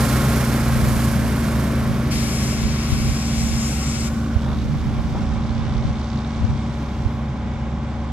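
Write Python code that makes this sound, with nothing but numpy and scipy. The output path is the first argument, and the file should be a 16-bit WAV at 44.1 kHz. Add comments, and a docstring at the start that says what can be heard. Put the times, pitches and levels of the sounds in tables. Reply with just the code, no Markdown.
"""A diesel water tanker drives away over a dirt site: firing harmonics, pulsing clatter and ticking knock,
with spray hissing on the ground as drop-roughened noise. All of it is heard in the open air.
A heavy machine close by hums on the low harmonics of its shaft; a farther one joins in with high ones.
A valve to one side blows off a jet of surging noise for two seconds. Behind lie whirring bands and a wash
of distant work; light wind rumbles in the microphone ports and bumps them with swings of pressure."""
import sys
import numpy as np
from scipy import signal
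from scipy.fft import rfft, irfft, next_fast_len
from scipy.io import wavfile
from scipy.ndimage import map_coordinates

SR = 44100
rng = np.random.default_rng(int(sys.argv[2]) if len(sys.argv) > 2 else 0)


def unload_audio(sound):
    """Save the sound as a 16-bit wav file, at the path given as the first command line argument."""
    columns = np.transpose(np.atleast_2d(sound))
    # keep every value between -1 and 1, then stretch to whole-number steps
    steps = np.round(np.clip(columns, -1, 1) * 32767)
    wavfile.write(sys.argv[1], SR, steps.astype(np.int16))


N = 358091

# Spectra, all [f/Hz, relative density/dB per Hz]; noise() sets the overall level.
# Distant work
SITE_SPECTRUM = [(300, -4), (380, -6), (440, -11), (550, -2.5), (660, -6.5), (770, -3), (870, -8.5),
                 (980, -9), (1060, -5), (1250, -8.5), (1480, -9.5), (1750, -15), (2300, -13), (2650, -20),
                 (3600, -18.5), (4200, -27), (7500, -32.5), (10000, -52), (13000, -80)]
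# Air rumbling in the microphone ports
WIND_SPECTRUM = [(12, -15), (25, 0.5), (42, 0.5), (70, 1.5), (110, 1), (170, -0.5), (300, -20)]
# Blow-off jet, the ring of its nozzle and its treble fizz
JET_SPECTRUM = [(1000, -14), (1450, -8), (1900, 0.5), (2200, 6.5), (2420, 2), (2600, 4), (2950, 1),
                (3900, 0.5), (4700, 3), (5300, 8), (6100, 2), (7500, -1.5), (9000, -8.5), (12500, -24)]
NOZZLE_SPECTRUM = [(3500, -41.5), (4800, -10), (5350, 1.5), (6100, -4), (6550, -3), (7100, -2.5),
                   (7650, 0.5), (8400, -6.5), (11000, -25), (12500, -18), (14500, -35)]
FIZZ_SPECTRUM = [(6000, -12), (8700, 0.5), (10800, 1), (12700, -1), (14500, -18)]
# Bright spray nearby, and its dull spatter from afar
SPRAY_SPECTRUM = [(1200, -10), (2500, -1), (3500, 1.5), (4700, 2), (6000, 2), (7300, 4), (8500, 3.5),
                  (11000, 2), (14500, -2)]
SPLASH_SPECTRUM = [(1200, -8.5), (2300, -9), (2800, 3), (3600, 1), (4500, 0.5), (5800, 0.5), (6400, -2),
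                   (7400, -6.5), (8700, -8), (10000, -27.5), (12000, -48)]
# Tanker: exhaust rumble, engine clatter, knock and the upper ring of the knock
RUMBLE_SPECTRUM = [(25, -16), (45, -8), (80, 0.5), (115, -6.5), (140, 5), (168, -1), (200, -1), (245, -6.5),
                   (280, -4.5), (320, -14), (450, -20.5), (800, -65)]
CLATTER_SPECTRUM = [(200, -3.5), (350, 1), (440, -4.5), (600, -1), (900, -5.5), (1090, -6), (1250, -3.5),
                    (1500, -4), (1900, -9), (2250, -9.5), (2700, -15), (4000, -18), (9000, -31)]
KNOCK_SPECTRUM = [(2500, -22), (2900, -9), (3250, -7), (3600, 2.5), (4000, -5), (4350, -3), (4700, -11.5),
                  (5200, -12), (6100, -13), (6600, -26), (7400, -24), (9000, -44)]
KNOCK_RING_SPECTRUM = [(3600, -20), (4400, -2), (5100, -1), (5600, -5), (6400, -24)]
# Bands that follow a pitch: gritty swish and whirr [f/pitch, relative density/dB per Hz]
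SLIDE_SHAPE = [(.25, 3.5), (.6, -3), (1, -1.5), (1.35, -7.5), (2.5, -29)]
WHIRR_SHAPE = [(.7, -28), (.86, -14), (.96, -1), (1.04, -0.5), (1.16, -14)]

# Directions: ahead, to the side, and at the microphone ports
# [f/Hz, left-right likeness/1, L-R level/dB, phase lead of the left/rad]
AHEAD = [(60, 1, -6.5, 0.5), (252, 1, 1.5, 0.08), (490, 0.8, 2, 0.3), (930, 0.87, 0.5, -0.76),
         (1900, 0.79, -1.5, -0.4), (3750, 0.69, -3.5, -1), (5450, 0.53, -10, -0.5),
         (6560, 0.44, -4.5, -0.5), (8000, 0.38, -5, -2), (11200, 0.13, -10, -0.5), (13900, .3, -14.5, -2)]
ASIDE = [(980, 0.65, 1, 7), (2320, 0.89, 11, 0.76), (3220, .1, 9.5, -2.5), (3900, 0.9, 8, -1.54),
         (5060, 1, 2.5, -2.5), (5870, 0.7, 0, -3), (7230, 0.73, 9.5, -4.5), (8040, 0.42, 4.5, -3.5),
         (9350, 0.32, 3.5, -5), (12300, .3, 1.5, -4), (14500, .2, -13, -18)]
PORTS = [(20, .2, 0, 0), (200, .2, 0, 0)]
# Lags of two ground reflections [lag/s]
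ECHO_LAGS_S = (0.001815, .0037)

# Gritty swishes from the site [start t/s, length/s, level/dB, pitch f/Hz]
SLIDES = [(4.435, 0.13, -31.5, 1000), (5.131, 0.082, -29.3, 880)]
# Gusts over the breeze [start t/s, length/s, level before a common trim/dB, L-R level/dB]
GUSTS = [(.72, .28, -21.5, -2), (1.18, 0.11, -29, -4), (1.85, 0.07, -25, -16), (2.142, .1, -27, -1),
         (2.604, 0.1, -22.5, -14), (2.896, .25, -24, -1), (3.34, 0.27, -29.5, -12),
         (4.45, 1.51, -26.5, -12), (6.41, 0.16, -24, 1)]
# Bumps of air on the microphone [t/s, height/dB, pitch f/Hz, L-R level/dB, length/cycles]
BUMPS = [(2.655, -22, 75, -18, 2), (2.93, -17, 75, 22, 1.7), (3.094, -20.5, 65, -21, 1.5),
         (4.364, -15, 70.4, -24, .9), (4.993, -20, 65, -18, 1), (5.053, -22, 60, -18, 1),
         (5.271, -19, 75, -10, 1.3), (5.33, -24, 60, -14, 1.3), (5.511, -23, 60.2, -14, 1.3),
         (5.709, -22, 90, 20, 1), (5.765, -20, 55, -14, 2), (5.855, -18.5, 105, 23, 1),
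         (5.903, -23, 90, 18, 1.5), (6.42, -18, 75, 12, 2), (6.448, -11.5, 93, 14, 2.1),
         (6.5, -17.5, 100, -10, 3.5), (7.061, -12, 70, -15, 1.2)]
# Narrow, unsteady whirrs [start t/s, length/s, level/dB, pitch f/Hz]
WHIRRS = [(-.3, 2.46, -42.5, 1064), (2.34, 2, -47, 1090), (.8, 1.42, -42, 557), (2.2, 0.56, -43, 390),
          (2.8, 1.6, -48, 769.6), (3.5, 1.0, -46, 1440)]

# Harmonics of the near and the far machine [multiple of shaft rate/1, relative level/dB]
MACHINE_ORDERS = [(2, -36), (4, -37.5), (6, -37.5), (8, -35), (9, -26.5), (11, -46.5), (12, -44),
                  (14, -55.5), (15, -47.5), (17, -53.5), (19, -54), (21, -51), (24, -49.5)]
WHINE_ORDERS = [(4, -37), (13, -49.5), (16, -50), (18, -56), (22, -52.5), (23, -53), (24, -56), (30, -51.5),
                (31, -51), (32, -60), (34, -47.5), (35, -53.5), (37, -55.5), (40, -50), (41, -55),
                (43, -56), (45, -56), (46, -60.5), (50, -60), (66, -66)]
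# Fifth order of the near machine [t/s, level/dB]
DRONE_LEVEL = [(0, -21), (2.2, -27.5), (4.5, -33.5), (8.12, -33.5)]
# Surges of the jet [t/s, nozzle ring level/dB, fizz level/dB]
JET_SURGES = [(2.11, -40.5, -37.5), (2.5, -34.5, -40), (2.66, -45, -47), (2.8, -52, -47),
              (2.95, -42, -41.5), (3.3, -39, -45.5), (3.42, -32.5, -41), (3.53, -36.5, -43.5),
              (3.66, -30.5, -41.5), (3.77, -37, -41.5), (3.89, -32.5, -47), (4.08, -38, -42)]

# Swells of the bright spray [start t/s, length/s, level/dB]
SPRAY_SWELLS = [(.78, 0.38, -35), (1.25, 0.47, -41.5), (4.35, 0.87, -60), (6.65, 0.62, -64.5)]
# Far spatter [t/s, relative level/dB]
SPLASH_LEVEL = [(4.3, -55), (6.99, -57), (7.17, -65.5), (7.9, -63.5)]

# Mean firing rate of the tanker engine [t/s, f/Hz]
FIRING_RATE = [(0, 66.37), (.8, 67.8), (1.5, 69.75), (3.8, 68.88), (4.4, 70.8), (5.2, 70.96), (5.6, 69.0),
               (6.4, 68.44), (7.5, 67.6), (8.12, 70.2)]
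# Firing note: its harmonics [multiple of firing rate/1, relative level/dB] and strength [t/s, level/dB]
EXHAUST_ORDERS = [(1, -0.5), (2, -8.5), (3, -16), (4, -19.5)]
NOTE_LEVEL = [(0, -23.5), (1.4, -27.5), (2.3, -27), (3, -25.5), (3.9, -28), (4.35, -26), (5.6, -31),
              (6.1, -27), (8.12, -28.5)]
# Knock of each cylinder in firing order [relative level/dB]
CYLINDER_DB = [1.5, -1, 0, -1]
# The knock comes through as the tanker turns [t/s, level/dB]
KNOCK_LEVEL = [(4.3, -62), (4.44, -53), (4.58, -51), (4.72, -57.5), (5.3, -54), (5.75, -49.5), (5.9, -52.5),
               (6.15, -48.5), (6.65, -55), (7.05, -57), (7.5, -67), (8.12, -60)]
# Swells of the upper ring [start t/s, length/s, level/dB]
RING_SWELLS = [(5.5, .3, -59), (5.99, .2, -53.5)]
# Upward sweeps of the knock's ring [start t/s, length/s, level/dB, first f/Hz, last f/Hz]
SWEEPS = [(4.385, .1, -49, 2750, 3750), (4.46, .17, -48.5, 3480, 4010), (5.478, .13, -56, 3900, 5240),
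          (5.64, .16, -52, 2850, 3750)]

MIC_LOW_HZ, CUTOFF_HZ = 22.0, 14600
BREEZE_DB, GUST_EDGE_S = -42, 0.11
SHAFT_HZ, WHINE_HZ = 25.21, 24.66   # turns per second of the near and the far machine
WHINE_START_S, WHINE_RISE_S = 4.17, 0.97
VALVE_OPEN_S, VALVE_LENGTH_S, VALVE_EDGE_S = 2.111, 1.975, 0.016
JET_DB, JET_SAG_DB_PER_S = -31.5, 1.5   # the jet sags as the pressure drops
FALTER_S, FALTER_HALF_S, FALTER_HISS_DB = 2.67, 0.18, 1.5
BURST_DB, BURST_DECAY_S = 2, 0.05   # the first rush of air is stronger
LEAK_DB, LEAK_FADE_DB_PER_S = -46, 48
START_M, SPEED_M_PER_S = 7.7, 3.73   # distance of the tanker at first, and its steady speed away
GROWL_START_S, GROWL_LENGTH_S, GROWL_DB, GROWL_TOP_HZ = 0.61, 1.97, -36, 700   # the engine labours
CYCLE_SHARE = .55   # share of the clatter's power that repeats with every engine cycle
KNOCK_DECAY_S, KNOCK_SPREAD_DB = .0016, 1.4   # length of a tick; chance in its strength
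SWEEP_WIDTH_HZ = 240
SIDES = np.array([[1], [-1]])   # left, right


def from_db(db):
    """Decibels to amplitude gain."""
    return 10 ** (np.asarray(db) / 20)


def rms_one(x):
    """Scale to unit power."""
    return x / np.sqrt(np.mean(x ** 2) + 1e-20)


def seconds():
    """The time of each sample."""
    return np.arange(N) / SR


def in_time(rows):
    """One curve per column, a value for each sample."""
    s, *columns = np.transpose(rows)
    return [np.interp(seconds(), s, c) for c in columns]


def at_hz(rows, hz):
    """Each column read on a log-frequency axis."""
    points, *columns = np.transpose(rows)
    return [np.interp(np.log(hz + 1), np.log(points), c) for c in columns]


def bell(s, half_s):
    """A smooth rise and fall of height 1."""
    return np.exp(-.5 * ((seconds() - s) / half_s) ** 2)


def held(start_s, length_s, edge_s):
    """Attack, hold and release; the edges are centred on start and end."""
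    t = seconds() - start_s
    return np.clip(.5 + np.minimum(t, length_s - t) / edge_s, 0, 1)


def swells(rows, edge_s):
    """Gain of held events, summed in power."""
    return np.sqrt(sum((from_db(db) * held(s, length, edge_s)) ** 2 for s, length, db in rows))


def fading(start_db, db_per_s, after_s=0):
    """Gain that holds, then sinks evenly in dB."""
    return from_db(start_db - db_per_s * np.maximum(seconds() - after_s, 0))


def receding(start_db, db_per_doubling=0, db_per_m=0):
    """Gain of a tanker sound: it spreads with distance, and the ground swallows its treble by the metre."""
    driven_m = SPEED_M_PER_S * seconds()
    spreading_db = db_per_doubling * np.log2(1 + driven_m / START_M)
    return from_db(start_db - spreading_db - db_per_m * driven_m)


def drift(rate):
    """Chance of spread 1: noise at every 40th sample, low-passed by a double pole at rate/Hz."""
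    r = np.exp(-80 * np.pi * rate / SR)
    settled = 2000
    white = rng.standard_normal(N // 40 + 2 + settled)
    slow = signal.lfilter([1], [1, -2 * r, r * r], white)[settled:]
    return np.interp(np.arange(N) / 40, np.arange(len(slow)), rms_one(slow))


def angle(hz):
    """Phase of something turning at this rate, from a random start."""
    return 2 * np.pi * (np.cumsum(hz) / SR + rng.random())


def noise(spectrum, direction, ripple_db=0):
    """Stereo noise from one direction, rms 1, its spectrum rippled by two reflections."""
    size = next_fast_len(N)
    hz = np.fft.rfftfreq(size, 1 / SR)
    alike, pan_db, lead = at_hz(direction, hz)
    alike = np.clip(alike, 0, .995)
    mid, side = rfft(rng.standard_normal((2, size)))
    pair = np.sqrt(1 + alike) * mid + np.sqrt(1 - alike) * side * SIDES
    ripple = sum(np.cos(2 * np.pi * hz * lag) for lag in ECHO_LAGS_S)
    fall = np.maximum(1, hz / spectrum[-1][0]) ** -4   # steep slope past the last point
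    colour = fall * from_db(at_hz(spectrum, hz)[0] + ripple_db * ripple + SIDES * pan_db / 2)
    return rms_one(irfft(pair * colour * np.exp(.5j * SIDES * lead), size)[:, :N])


def lines(turn, orders, waver_db, wobble):
    """Harmonics of a shaft; each wavers in level and phase (wobble/rad) on its way through the air."""
    total = 0
    for k, db in orders:
        level = from_db(db + waver_db * drift(2.16))
        phase = round(k) * turn + wobble * drift(1.84) + 2 * np.pi * rng.random()
        total = total + level * np.sin(phase)
    return np.sqrt(2) * total


def wandering(x, share, per_s):
    """The pitch of a sound strays by a small share, at random, as its time axis is warped."""
    place = np.arange(N) + np.cumsum(share * drift(per_s))
    return np.array([map_coordinates(channel, [place], order=3, mode="mirror") for channel in x])


def wind():
    """Lumpy rumble at the ports comes in gusts; each bump is a swing or a few of pressure."""
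    flow = from_db(BREEZE_DB)
    for s, length, db, pan_db in GUSTS:
        flow = flow + from_db(db - 3.0 + SIDES * pan_db / 2) * held(s, length, GUST_EDGE_S)
    bumps = 0
    for s, db, hz, pan_db, cycles in BUMPS:
        swing = 2 * np.pi * hz * (seconds() - s)
        envelope = np.exp(-np.minimum((swing / (np.pi * cycles)) ** 2, 20))
        bumps = bumps + from_db(db + SIDES * pan_db / 2) * np.sin(swing) * envelope
    return bumps + flow * from_db(1.6 * drift(14)) * noise(WIND_SPECTRUM, PORTS)


def site():
    """A wash of distant work, busier for a while, with short, rough swishes like sliding earth."""
    wash_db = -37.8 + 2.0 * held(4.9, 2.47, edge_s=0.72)
    total = from_db(wash_db + .5 * drift(2.2)) * noise(SITE_SPECTRUM, AHEAD, ripple_db=0.33)
    for s, length, db, hz in SLIDES:
        gain = from_db(db + .9 * drift(60)) * held(s, length, edge_s=.05)
        total = total + gain * noise(np.array(SLIDE_SHAPE) * [hz, 1], AHEAD)
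    return total


def whirrs():
    """Narrow bands of machine noise swell and break up."""
    total = 0
    for s, length, db, hz in WHIRRS:
        gain = from_db(db + 1.65 * drift(7.7)) * held(s, length, edge_s=0.31)
        total = total + gain * noise(np.array(WHIRR_SHAPE) * [hz, 1], AHEAD)
    return total


def machines(turn):
    """The near machine hums on low orders of its shaft; the far one whines on high orders."""
    hum_gain = fading(1.7, db_per_s=1.17, after_s=1.27) * from_db(-1.8 * bell(0, 0.6))
    hum = hum_gain * lines(turn, MACHINE_ORDERS, waver_db=0.9, wobble=0.055)
    drone = from_db(in_time(DRONE_LEVEL)[0]) * lines(turn, [(5, 0)], waver_db=0.5, wobble=0.058)
    joining = np.clip((seconds() - WHINE_START_S) / WHINE_RISE_S, 0, 1)
    far_turn = angle(np.full(N, WHINE_HZ))
    whine = from_db(-.2) * joining * lines(far_turn, WHINE_ORDERS, waver_db=.6, wobble=.05)
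    return (hum + whine) * from_db(SIDES * .5) + drone


def valve():
    """The jet opens and shuts abruptly, with surging fizz and a straying nozzle ring; a thin leak dies away."""
    open_s = seconds() - VALVE_OPEN_S
    ring_db, fizz_db = in_time(JET_SURGES)
    sag_db = JET_SAG_DB_PER_S * open_s
    falter_db = FALTER_HISS_DB * bell(FALTER_S, FALTER_HALF_S)
    burst_db = BURST_DB * np.exp(-np.abs(open_s) / BURST_DECAY_S)
    hiss_db = JET_DB - sag_db - falter_db + burst_db
    hiss = from_db(hiss_db + .5 * drift(20)) * noise(JET_SPECTRUM, ASIDE, ripple_db=.7)
    nozzle = wandering(noise(NOZZLE_SPECTRUM, ASIDE), share=.022, per_s=3)
    ring = from_db(ring_db + 1.0 * drift(25)) * nozzle
    fizz = from_db(fizz_db + .7 * drift(20)) * noise(FIZZ_SPECTRUM, ASIDE, ripple_db=1.0)
    leak_gain = (open_s > 0) * fading(LEAK_DB, LEAK_FADE_DB_PER_S, VALVE_OPEN_S + VALVE_LENGTH_S)
    leak = leak_gain * (noise(SPRAY_SPECTRUM, ASIDE) + 0.92 * nozzle)
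    opening = held(VALVE_OPEN_S, VALVE_LENGTH_S, VALVE_EDGE_S)
    return opening * (hiss + ring + fizz) + (1 - opening) * leak


def spray(turn):
    """Bright hiss, rough with drops, throbs at the near machine's shaft rate; a dull spatter is added."""
    bright = np.hypot(receding(-30.0, db_per_m=2.0), swells(SPRAY_SWELLS, edge_s=0.25))
    throb = 1 + 0.16 * np.cos(turn)
    drops = from_db(0.44 * drift(7.1) + 0.84 * drift(160))
    hiss = bright * drops * throb * noise(SPRAY_SPECTRUM, AHEAD)
    splash_db = in_time(SPLASH_LEVEL)[0] + 5.5
    splash_gain = from_db(splash_db + .5 * drift(9.6) + 2.0 * drift(99))
    return hiss + splash_gain * noise(SPLASH_SPECTRUM, AHEAD, ripple_db=0.5)


def sweeps():
    """Narrow bands of noise that rise in pitch: slow complex noise on a gliding carrier."""
    rising = 0
    for s, length, db, first_hz, last_hz in SWEEPS:
        band = drift(SWEEP_WIDTH_HZ) + 1j * drift(SWEEP_WIDTH_HZ)
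        glide = angle(np.interp(seconds(), [s, s + length], [first_hz, last_hz]))
        rising = rising + from_db(db) * held(s, length, edge_s=.04) * band * np.exp(1j * glide)
    return np.real(rising) * from_db(SIDES * -1.5)


def knock(fire):
    """Each firing gives a soft-edged metallic tick, its strength set by cylinder; some ring or sweep up."""
    at = np.flatnonzero(np.diff(fire // (2 * np.pi)))
    chance_db = KNOCK_SPREAD_DB * np.clip(rng.standard_normal(len(at)), -2, 2)
    sizes = from_db(np.resize(CYLINDER_DB, len(at)) + chance_db)
    r = np.exp(-1 / (KNOCK_DECAY_S * SR))
    impulses = np.bincount(at, sizes, N) + 1e-18
    ticks = rms_one(signal.lfilter([1], [1, -2 * r, r * r], impulses))
    block = from_db(in_time(KNOCK_LEVEL)[0]) * noise(KNOCK_SPECTRUM, AHEAD, ripple_db=1.2)
    ring = swells(RING_SWELLS, edge_s=.1) * noise(KNOCK_RING_SPECTRUM, AHEAD)
    return ticks * (block + ring) + np.sqrt(np.abs(ticks)) * sweeps()


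def cycling(fire, spectrum, change_per_s):
    """A rattle repeating each engine cycle gives close lines; its pattern slowly changes. Rms 1."""
    size, firings = 4096, len(CYLINDER_DB)   # samples and firings in one cycle
    hz = np.arange(size // 2 + 1) * np.mean(FIRING_RATE, axis=0)[1] / firings
    _, pan_db, lead = at_hz(AHEAD, hz)
    inside = (hz > spectrum[0][0]) * (hz < spectrum[-1][0])
    colour = inside * from_db(at_hz(spectrum, hz)[0] + SIDES * pan_db / 2) * np.exp(.5j * SIDES * lead)
    place = size * fire / (2 * np.pi * firings)
    patterns = irfft(colour * rfft(rng.standard_normal((4, 1, size))))
    shares = np.array([drift(change_per_s) for _ in patterns])
    shares = shares / np.linalg.norm(shares, axis=0)   # constant power in the mix
    total = 0
    for share, pattern in zip(shares, patterns):
        played = [np.interp(place, np.arange(size), side, period=size) for side in pattern]
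        total = total + share * np.array(played)
    return rms_one(total)


def tanker():
    """Firing note, rumble, gear whine and knock, with clatter that pulses per firing and growls under load."""
    fire = angle(in_time(FIRING_RATE)[0] * (1 + 0.003877 * drift(3.03)))
    note = from_db(in_time(NOTE_LEVEL)[0]) * lines(fire, EXHAUST_ORDERS, waver_db=1.0, wobble=0.093)
    gear_orders = [(6, -7.0), (8, -1.5), (16, -0.5)]   # multiple of firing rate, relative level/dB
    gears = receding(-39.5, db_per_doubling=9.0) * lines(fire, gear_orders, waver_db=2.0, wobble=1.76)
    rumble = receding(-22.4, db_per_doubling=4.0) * noise(RUMBLE_SPECTRUM, AHEAD) * (1 + 0.16 * np.cos(fire))
    repeating = np.sqrt(CYCLE_SHARE) * cycling(fire, CLATTER_SPECTRUM, change_per_s=0.74)
    irregular = np.sqrt(1 - CYCLE_SHARE) * noise(CLATTER_SPECTRUM, AHEAD, ripple_db=0.4)
    clatter = receding(-25.0, db_per_m=1.07) * from_db(.5 * drift(17)) * (repeating + irregular)
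    low_pass = signal.butter(3, GROWL_TOP_HZ, fs=SR, output="sos")
    dull = signal.sosfilt(low_pass, noise(CLATTER_SPECTRUM, AHEAD))
    growl = from_db(GROWL_DB) * held(GROWL_START_S, GROWL_LENGTH_S, edge_s=0.1) * dull
    pulsing = 1 + 0.098 * np.cos(fire) + 0.1 * np.cos(2 * fire)
    return note * from_db(SIDES * -.3) + gears + rumble + (clatter + growl) * pulsing + knock(fire)


def scene():
    """All sources in the open air."""
    turn = angle(np.full(N, SHAFT_HZ))   # near machine's shaft
    return tanker() + whirrs() + spray(turn) + machines(turn) + valve() + site() + wind()


def record(dry):
    """The microphone loses the deepest bass, and the top is cut steeply."""
    high_pass = signal.butter(2, MIC_LOW_HZ, "high", fs=SR, output="sos")
    top_cut = signal.ellip(12, .1, 90, CUTOFF_HZ, fs=SR, output="sos")
    return signal.sosfilt(top_cut, signal.sosfilt(high_pass, dry))


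dry = scene()
out = record(dry)
unload_audio(out)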